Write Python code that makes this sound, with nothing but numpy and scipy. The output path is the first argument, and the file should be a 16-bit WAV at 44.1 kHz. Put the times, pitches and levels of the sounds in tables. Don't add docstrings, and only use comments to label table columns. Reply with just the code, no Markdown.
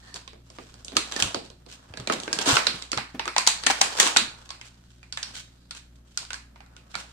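import sys
import numpy as np
from scipy import signal
from scipy.fft import rfft, irfft, next_fast_len
from scipy.io import wavfile
from scipy.ndimage import map_coordinates

SR = 44100
rng = np.random.default_rng(int(sys.argv[2]) if len(sys.argv) > 2 else 0)


def file_out(sig):
    cols = np.atleast_2d(sig).T
    lim = np.clip(cols, -1, 1)
    pcm = np.round(lim * 32767).astype(np.int16)
    wavfile.write(sys.argv[1], SR, pcm)


N = 313992

# (frequency [Hz], relative density [dB per Hz])
AIR_SPECTRUM = [(12, -20), (20, -3.5), (65, -14.5), (131, -7.5), (164, -8), (243, -8), (360, -22),
                (649, -21.5), (859, -37.5), (935, -48), (1460, -30), (1940, -31.5), (4630, -37),
                (14600, -42), (16400, -85)]
# (frequency [Hz], nominal rms level [dB])
HUM_PARTIALS = [(59.2, -56.5), (118.4, -62), (177.6, -71.5), (274.5, -72.5), (355.3, -74.5)]
# (frequency [Hz], likeness [-1 to 1])
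MICROPHONE_LIKENESS = [(30, 0.91), (60, 0.93), (130, 0.98), (290, 0.74), (600, -0.06), (1400, 0.14),
                       (3000, -0.07)]
# (frequency [Hz], left-right level [dB])
MICROPHONE_COLOUR = [(200, 0), (380, -3), (700, 1), (1300, -1), (2400, -3.5), (4400, -5), (8000, 4.5),
                     (12000, 10)]
# (frequency [Hz], 60 dB decay time [s])
ROOM_DECAY = [(200, .45), (530, .33), (1400, .37), (3700, .34), (9700, .28)]
# (time [s], peak level [dB], frequency [Hz])
CARD_THUMPS = [(0.142, -42.5, 402), (0.927, -34, 279), (0.962, -25, 320), (1.22, -28.5, 115),
               (1.25, -28.5, 105), (1.361, -40, 115), (1.502, -42, 88.8), (1.903, -36.5, 95),
               (1.995, -29.5, 126), (2.16, -34.5, 263), (2.362, -35.5, 172), (2.475, -18.5, 277.5),
               (2.5, -27, 270), (2.526, -21.5, 119), (2.74, -34, 169), (2.968, -30.5, 122),
               (3.144, -29.5, 252), (3.268, -31, 353), (3.662, -30.5, 246), (3.694, -40.5, 320),
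               (3.809, -31, 247), (4.056, -38.5, 323), (4.215, -33, 224), (4.279, -40, 126),
               (6.961, -40.5, 188)]
# (start [s], end [s], level [dB], lower resonance [Hz], upper resonance [Hz])
FINGER_SQUEAKS = [(0.024, 0.145, -56.5, 1810, 4400), (5.457, 5.708, -75, 3920, 4710)]
# (time [s], rustle level [dB], dull part re rustle [dB])
FINGER_RUSTLE = [(0, -59.5, -2), (.18, -54.5, -0.5), (.32, -80, 1), (.55, -57.5, -6), (.89, -60.5, -0.5),
                 (1.23, -38, 0), (1.55, -72.5, 3), (1.98, -61.5, 4.5), (2.56, -37, 3), (2.81, -49.5, -3.5),
                 (2.99, -68, 3), (3.4, -51.5, -5.5), (4.1, -36.5, -0.5), (4.26, -58, 4), (5.1, -69.5, -6.5),
                 (5.29, -51, -4), (5.45, -66, -3.5), (6.09, -76, 3), (6.31, -79, -2), (6.58, -73, 8.5),
                 (6.84, -70.5, 7), (7.12, -58, -3)]
# (middle time [s], length [s], hiss level [dB])
SURFACE_SLIDES = [(.64, 0.064, -62), (1.46, 0.043, -51.5), (1.72, 0.097, -48), (4.42, 0.011, -68),
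                  (4.457, .012, -50), (4.67, 0.048, -49.5), (4.92, 0.063, -64), (5.378, 0.083, -37.5),
                  (5.775, 0.051, -45), (5.96, 0.016, -60.5), (6.13, 0.14, -63), (6.575, 0.055, -69.5),
                  (6.93, 0.065, -53)]
# (middle time [s], length [s], crackle level [dB])
GLUE_RIPS = [(0.162, 0.042, -44.5), (0.96, 0.02, -38.5), (1.116, 0.011, -42), (1.201, 0.029, -26),
             (1.252, 0.04, -66), (2.131, 0.024, -27.5), (2.42, 0.026, -28), (2.498, 0.09, -20),
             (2.562, 0.084, -23.5), (3.708, 0.022, -22), (3.848, 0.044, -32.5), (3.992, 0.057, -33.5),
             (4.038, 0.12, -24.5), (6.233, 0.063, -47), (6.998, 0.11, -45.5)]
# (frequency [Hz], gain [dB])
FIBRE_SPECTRUM = [(880, -30.5), (1500, 0.5), (1960, -6.5), (3140, 0.5), (7810, -4), (9540, -13),
                  (11000, -23.5), (15300, -29.5), (16400, -75)]
# (frequency [Hz], gain [dB])
DULL_SPECTRUM = [(90, -33), (230, -6.5), (500, 0), (900, 2), (1500, 0), (2500, -16), (4500, -42)]
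# (time [s], crack level [dB], shell level re crack [dB], shell resonance [Hz], crack resonance [Hz])
BUCKLES = [(0.1416, -24.5, -17, 1760, 5220), (0.1595, -24, -10.5, 707, 4370),
           (0.2764, -28.5, -6.5, 1080, 3680), (0.332, -46, 2.5, 900, 4870), (0.5013, -37, -7, 1070, 5130),
           (0.5853, -34.5, 4, 1214, 2930), (0.7405, -37.5, -9.5, 1420, 5320),
           (0.8471, -31.5, -21, 1120, 5320), (0.8814, -26, -21, 1460, 3710), (0.9193, -36.5, -1, 680, 3100),
           (0.9671, -5.5, -7.5, 1250, 3960), (1.1215, -17, -11, 1650, 3450),
           (1.1625, -13.5, -6.5, 1780, 5000), (1.223, -7.5, -9.5, 864, 3030),
           (1.3449, -16.5, -9.5, 1256, 4430), (1.501, -36, -17, 1450, 4110), (1.6627, -40, -11, 937, 4170),
           (1.9377, -33.5, -1, 1620, 2710), (1.9725, -25.5, -5.5, 1670, 4080),
           (1.9991, -28, -8.5, 1220, 3460), (2.0729, -17.5, -4.5, 2360, 4070), (2.0984, -20, 9, 1266, 2880),
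           (2.1229, -18, -8.5, 1650, 2760), (2.1296, -28, -15, 1520, 4160),
           (2.2002, -25.5, -10, 1340, 4310), (2.2337, -25.5, -19, 1240, 3370),
           (2.2781, -26, 4.5, 1570, 2800), (2.3286, -9, -9.5, 1630, 5070),
           (2.3875, -11.5, -7.5, 1607, 3050), (2.4244, -24.5, -23, 1470, 5590),
           (2.4704, -16.5, -21, 1250, 4390), (2.5093, -22, -21.5, 1600, 3180),
           (2.5682, -8.5, 1, 1360, 2530), (2.6678, -5, -8, 1464, 4020), (2.7964, -47.5, -31, 1240, 4010),
           (2.8225, -23, -8.5, 2110, 3930), (2.9169, -14, -16, 2190, 5380), (2.9297, -17, 0, 1375, 4360),
           (2.9741, -15.5, -2.5, 1234, 3900), (2.9827, -26, 8.5, 808, 4060), (3.1489, -45, 10.5, 790, 3790),
           (3.1943, -16.5, 0, 900, 2870), (3.255, -25, 3, 1160, 3110), (3.2773, -17, 1.5, 1293, 2540),
           (3.3635, -10.5, 0, 843, 3920), (3.3809, -7, -5, 998, 4580), (3.466, -11, -8.5, 2100, 4490),
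           (3.473, -1, -8.5, 885, 4270), (3.6359, -19, -5, 1720, 4010), (3.664, -8, -7, 2315, 4220),
           (3.6672, -5.5, -1.5, 1810, 3110), (3.7002, -16, 5.5, 785, 4550), (3.8105, -18.5, 0.5, 730, 5490),
           (3.8135, -2, -6, 787, 5700), (3.9744, -19, -12.5, 875, 5400), (3.9993, -2.5, -5.5, 1850, 3640),
           (4.0663, -13, -0.5, 1080, 2790), (4.0735, -15.5, -29.5, 2060, 2820),
           (4.1623, -8, 1.5, 1454, 2980), (4.1688, -1.5, -13.5, 2464, 3980),
           (4.4908, -31, -10.5, 1100, 4130), (4.5045, -22, -6.5, 1090, 4410),
           (4.6126, -30.5, -3.5, 2100, 2680), (5.0295, -38, -0.5, 2390, 2800),
           (5.1244, -20, -13.5, 1490, 4880), (5.1728, -20.5, -3.5, 1740, 3420),
           (5.2288, -16, -12, 1600, 5650), (5.7085, -21, -11.5, 1424, 4070),
           (5.7493, -31.5, -6, 1586, 2680), (6.1738, -14.5, -12, 1400, 5300),
           (6.25, -31.5, -11, 1510, 4700), (6.3047, -23.5, -1.5, 1486, 2780), (6.331, -21, -9, 1550, 4340),
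           (6.3418, -25, -3.5, 1640, 5640), (6.559, -49.5, 12, 920, 3360), (6.6047, -44.5, 9, 790, 2730),
           (6.662, -48, -1, 1410, 4020), (6.765, -34, -5, 1456, 2680), (6.9424, -33.5, 9, 2280, 3230),
           (6.9527, -18.5, -0.5, 1410, 4170)]
# (frequency [Hz], gain [dB])
CRACK_SPECTRUM = [(1400, -52), (2500, -6.5), (3400, -5.5), (4500, -5.5), (6000, -10), (9000, -32.5),
                  (16400, -107)]
# (frequency [Hz], gain [dB])
SIZZLE_SPECTRUM = [(3000, -31.5), (6000, 4), (7500, 2), (9000, -5), (10500, -17), (14800, -40.5),
                   (16400, -60)]
# (time [s], level re crack [dB])
SIZZLE_LEVEL = [(0, -8), (.9, -3.5), (1.6, -10), (2.6, -6.5), (3.4, -6), (4.2, -4.5), (4.6, -4.5),
                (5.7, -5), (7.12, -7.5)]
# (time [s], level [dB])
CARD_KNOCK = [(0, -22.5), (1.2, -16.5), (2, -15.5), (3, -23.5), (3.7, -27), (4.2, -22.5), (4.6, -34),
              (7.12, -35)]
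# (time [s], left-right level [dB])
SNAP_PLACE = [(0, -3.5), (1.5, -3), (2.9, -2.5), (3.6, 3), (4.3, 1), (5.1, -1.5), (6.198, 0), (7.12, -2.5)]

TOP_HZ = 16450
THUMP_T60_S = 0.14
RIP_DULL_DB, SLIDE_DULL_DB = -4, -18.5
SIZZLE_FADES = 0.35
CARD_FOLLOWS = 0.55
POP_DB = -6.5
SCATTER_DB = 3.5
CRACK_FLOOR = 0.6


def amp(db):
    return 10 ** (np.asarray(db) / 20)


def unit(x):
    return x / np.sqrt(np.mean(x ** 2) + 1e-20)


def peaked(x, db):
    return x * amp(db) / (np.abs(x).max() + 1e-12)


def along(points, hz):
    f, v = np.transpose(points)
    return np.interp(np.log(hz + 1), np.log(f + 1), v)


def over_time(points, t):
    return np.interp(t, *np.transpose(points))


def wobble(rate):
    knots = rng.standard_normal(int(N * rate / SR) + 4)
    return map_coordinates(knots, [np.arange(N) * rate / SR])


def filtered(x, response):
    m = next_fast_len(x.shape[-1] + 8192)
    return irfft(rfft(x, m) * response(np.fft.rfftfreq(m, 1 / SR)), m)[..., :x.shape[-1]]


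def coloured(x, spectrum):
    size = 2048
    cepstrum = irfft(np.log(amp(along(spectrum, np.fft.rfftfreq(size, 1 / SR))) + 1e-6))
    cepstrum[1:size // 2] *= 2
    cepstrum[size // 2 + 1:] = 0
    taps = irfft(np.exp(rfft(cepstrum)))[:size // 4]
    return signal.fftconvolve(np.atleast_2d(x), taps[None], axes=1)[:, :x.shape[-1]].reshape(x.shape)


def microphones(pair):
    def turn(hz):
        return np.arccos(np.clip(along(MICROPHONE_LIKENESS, hz), -1, 1)) / 2
    mid, side = filtered(pair, lambda hz: np.array([np.cos(turn(hz)), np.sin(turn(hz))]))
    return np.array([mid + side, mid - side])


def appliance():
    t = np.arange(N) / SR
    hum = np.zeros(N)
    for hz, db in HUM_PARTIALS:
        level = np.sqrt(2) * amp(db + 2.2 * wobble(6.5))
        hum += level * np.sin(2 * np.pi * hz * t + 0.12 * wobble(4.6))
    air = filtered(rng.standard_normal((2, N)), lambda hz: amp(along(AIR_SPECTRUM, hz)))
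    return hum + amp(-60.5 + 1.1 * wobble(6.6)) * unit(microphones(air))


def room(sources):
    hz, t, z = signal.stft(rng.standard_normal((len(sources), 2, SR // 2)), SR, nperseg=256)
    decay = amp(-60 * t / along(ROOM_DECAY, hz)[:, None])
    tails = signal.istft(z * decay, SR, nperseg=256)[1]
    wet = 0
    for x, tail in zip(sources, tails):
        wet = wet + signal.fftconvolve(x[None], microphones(tail / np.linalg.norm(tail[0])), axes=1)
    return np.pad(wet, ((0, 0), (200, 0)))[:, :N]


def thumps():
    out, t = np.zeros(N + SR), np.arange(SR // 3) / SR
    envelope = amp(-60 * t / THUMP_T60_S) * (1 - np.exp(-t / 0.0016))
    for s, db, hz in CARD_THUMPS:
        band = signal.butter(1, [hz * .7, hz * 1.3], "band", fs=SR, output="sos")
        unevenness = unit(signal.sosfilt(band, rng.standard_normal(len(t))))
        swing = np.sin(2 * np.pi * hz * t) + 0.71 * unevenness
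        out[round(s * SR):][:len(t)] += peaked(swing * envelope, db)
    return out[:N]


def squeaks():
    t, out = np.arange(N) / SR, 0
    for start, end, db, low_hz, high_hz in FINGER_SQUEAKS:
        gate = np.clip(np.minimum(t - start, end - t) / 0.003, 0, 1)
        stroke = gate * amp(3.5 * wobble(67))

        def bands(f):
            return sum(low_hz / hz / (1 + ((f / hz - 1) / 0.06) ** 2) for hz in (low_hz, high_hz))
        out = out + amp(db) * stroke * unit(filtered(rng.standard_normal((2, N)), bands))
    return out


def strokes(rows, dull_db):
    swell = np.zeros(N + SR)
    for s, length, db in rows:
        shape = np.sin(np.linspace(0, np.pi, round(length * SR)))
        swell[round((s - length / 2) * SR):][:len(shape)] += amp(db) * shape
    return swell[:N] * amp([[0], [dull_db]])


def crackle(level, dull, density, unequal_db, smooth):
    fires = rng.random(N) < density * amp(5 * wobble(70))
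    sizes = fires * amp(unequal_db * np.minimum(rng.exponential(size=N), 4))
    click_power = signal.lfilter([1], [1, -.96], sizes ** 2)
    spread = unit(click_power ** .5) + smooth
    grit = spread * rng.standard_normal((2, 2, N))
    bright_part = unit(coloured(grit[0], FIBRE_SPECTRUM)) * level
    dull_part = unit(coloured(grit[1], DULL_SPECTRUM)) * dull
    return microphones(bright_part + dull_part)


def tearing():
    t = np.arange(N) / SR
    s, db, dull_db = np.transpose(FINGER_RUSTLE)
    fingers = amp([np.interp(t, s, db), np.interp(t, s, db + dull_db)])
    rubbing = fingers + strokes(SURFACE_SLIDES, SLIDE_DULL_DB)
    fine = crackle(*rubbing, density=.015, unequal_db=3.2, smooth=.5)
    coarse = crackle(*strokes(GLUE_RIPS, RIP_DULL_DB), density=.02, unequal_db=3.4, smooth=.25)
    return coarse + fine + squeaks()


def shell_body(hz):
    band = signal.butter(2, [650, 2700], "band", fs=SR, output="sos")
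    mode = signal.iirpeak(hz, 8, SR)
    return lambda x: signal.sosfilt(band, x + 0.87 * signal.lfilter(*mode, x))


def crack_body(hz):
    mode = signal.iirpeak(hz, 4.5, SR)
    edge = signal.butter(2, CRACK_FLOOR * hz, "high", fs=SR)
    return lambda x: coloured(signal.lfilter(*edge, x + 1.4 * signal.lfilter(*mode, x)), CRACK_SPECTRUM)


def snaps():
    near, around, t = np.zeros((2, N + SR)), np.zeros((3, N + SR)), np.arange(SR // 16) / SR
    card_band = signal.butter(2, [200, 750], "band", fs=SR, output="sos")
    impulse = signal.unit_impulse(len(t))

    def sizzle(x):
        return coloured(x, SIZZLE_SPECTRUM)

    def card(x):
        return signal.sosfilt(card_band, x)

    for k, (s, db, shell_re_crack_db, hz, crack_hz) in enumerate(BUCKLES):
        chance_db = SCATTER_DB * rng.standard_normal(2)
        shell_db = db + shell_re_crack_db
        sizzle_db = db + over_time(SIZZLE_LEVEL, s) - SIZZLE_FADES * shell_re_crack_db + chance_db[0]
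        card_db = over_time(CARD_KNOCK, s) + CARD_FOLLOWS * shell_db + chance_db[1]

        t60 = .0045 + .013 * amp(db) ** .4
        rattle = amp(-24 - 60 * t / .05)
        burst = (1 - np.exp(-t / .0004)) ** 2 * (amp(-60 * t / t60) + rattle)

        pop = np.sin(2 * np.pi * (hz * t + rng.random((2, 1))))
        pop = pop * (1 - np.exp(-t / 0.00075)) * amp(-60 * t / 0.057)
        pair = pop * amp(shell_db + POP_DB)

        at = round(s * SR)
        parts = [(crack_body(crack_hz), 1, db), (sizzle, 1, sizzle_db),
                 (shell_body(hz), .6, shell_db), (card, .3, card_db)]
        for body, haste, peak_db in parts:
            sound = peaked(body(burst ** haste * rng.standard_normal((2, len(t)))), peak_db)
            around[k % 3, at:at + len(t)] += unit(body(impulse)) * np.std(sound)
            pair = pair + sound
        near[:, at:at + len(t)] += pair
    pan_db = over_time(SNAP_PLACE, np.arange(N) / SR)
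    return microphones(near[:, :N]) * amp(pan_db * [[.5], [-.5]]), around[:, :N]


def scene():
    background = appliance()
    low_swings = thumps()
    rips = tearing()
    cracks, around = snaps()
    echo = amp(-2.5) * room(around) + amp(-6.5) * room(rips[:1])
    sound = cracks + rips + echo
    heard = filtered(sound, lambda hz: amp(along(MICROPHONE_COLOUR, hz) * [[.5], [-.5]]))
    return heard + low_swings + background


def record(dry):
    return filtered(np.clip(dry, -1, 1), lambda hz: hz < TOP_HZ)


dry = scene()
out = record(dry)
file_out(out)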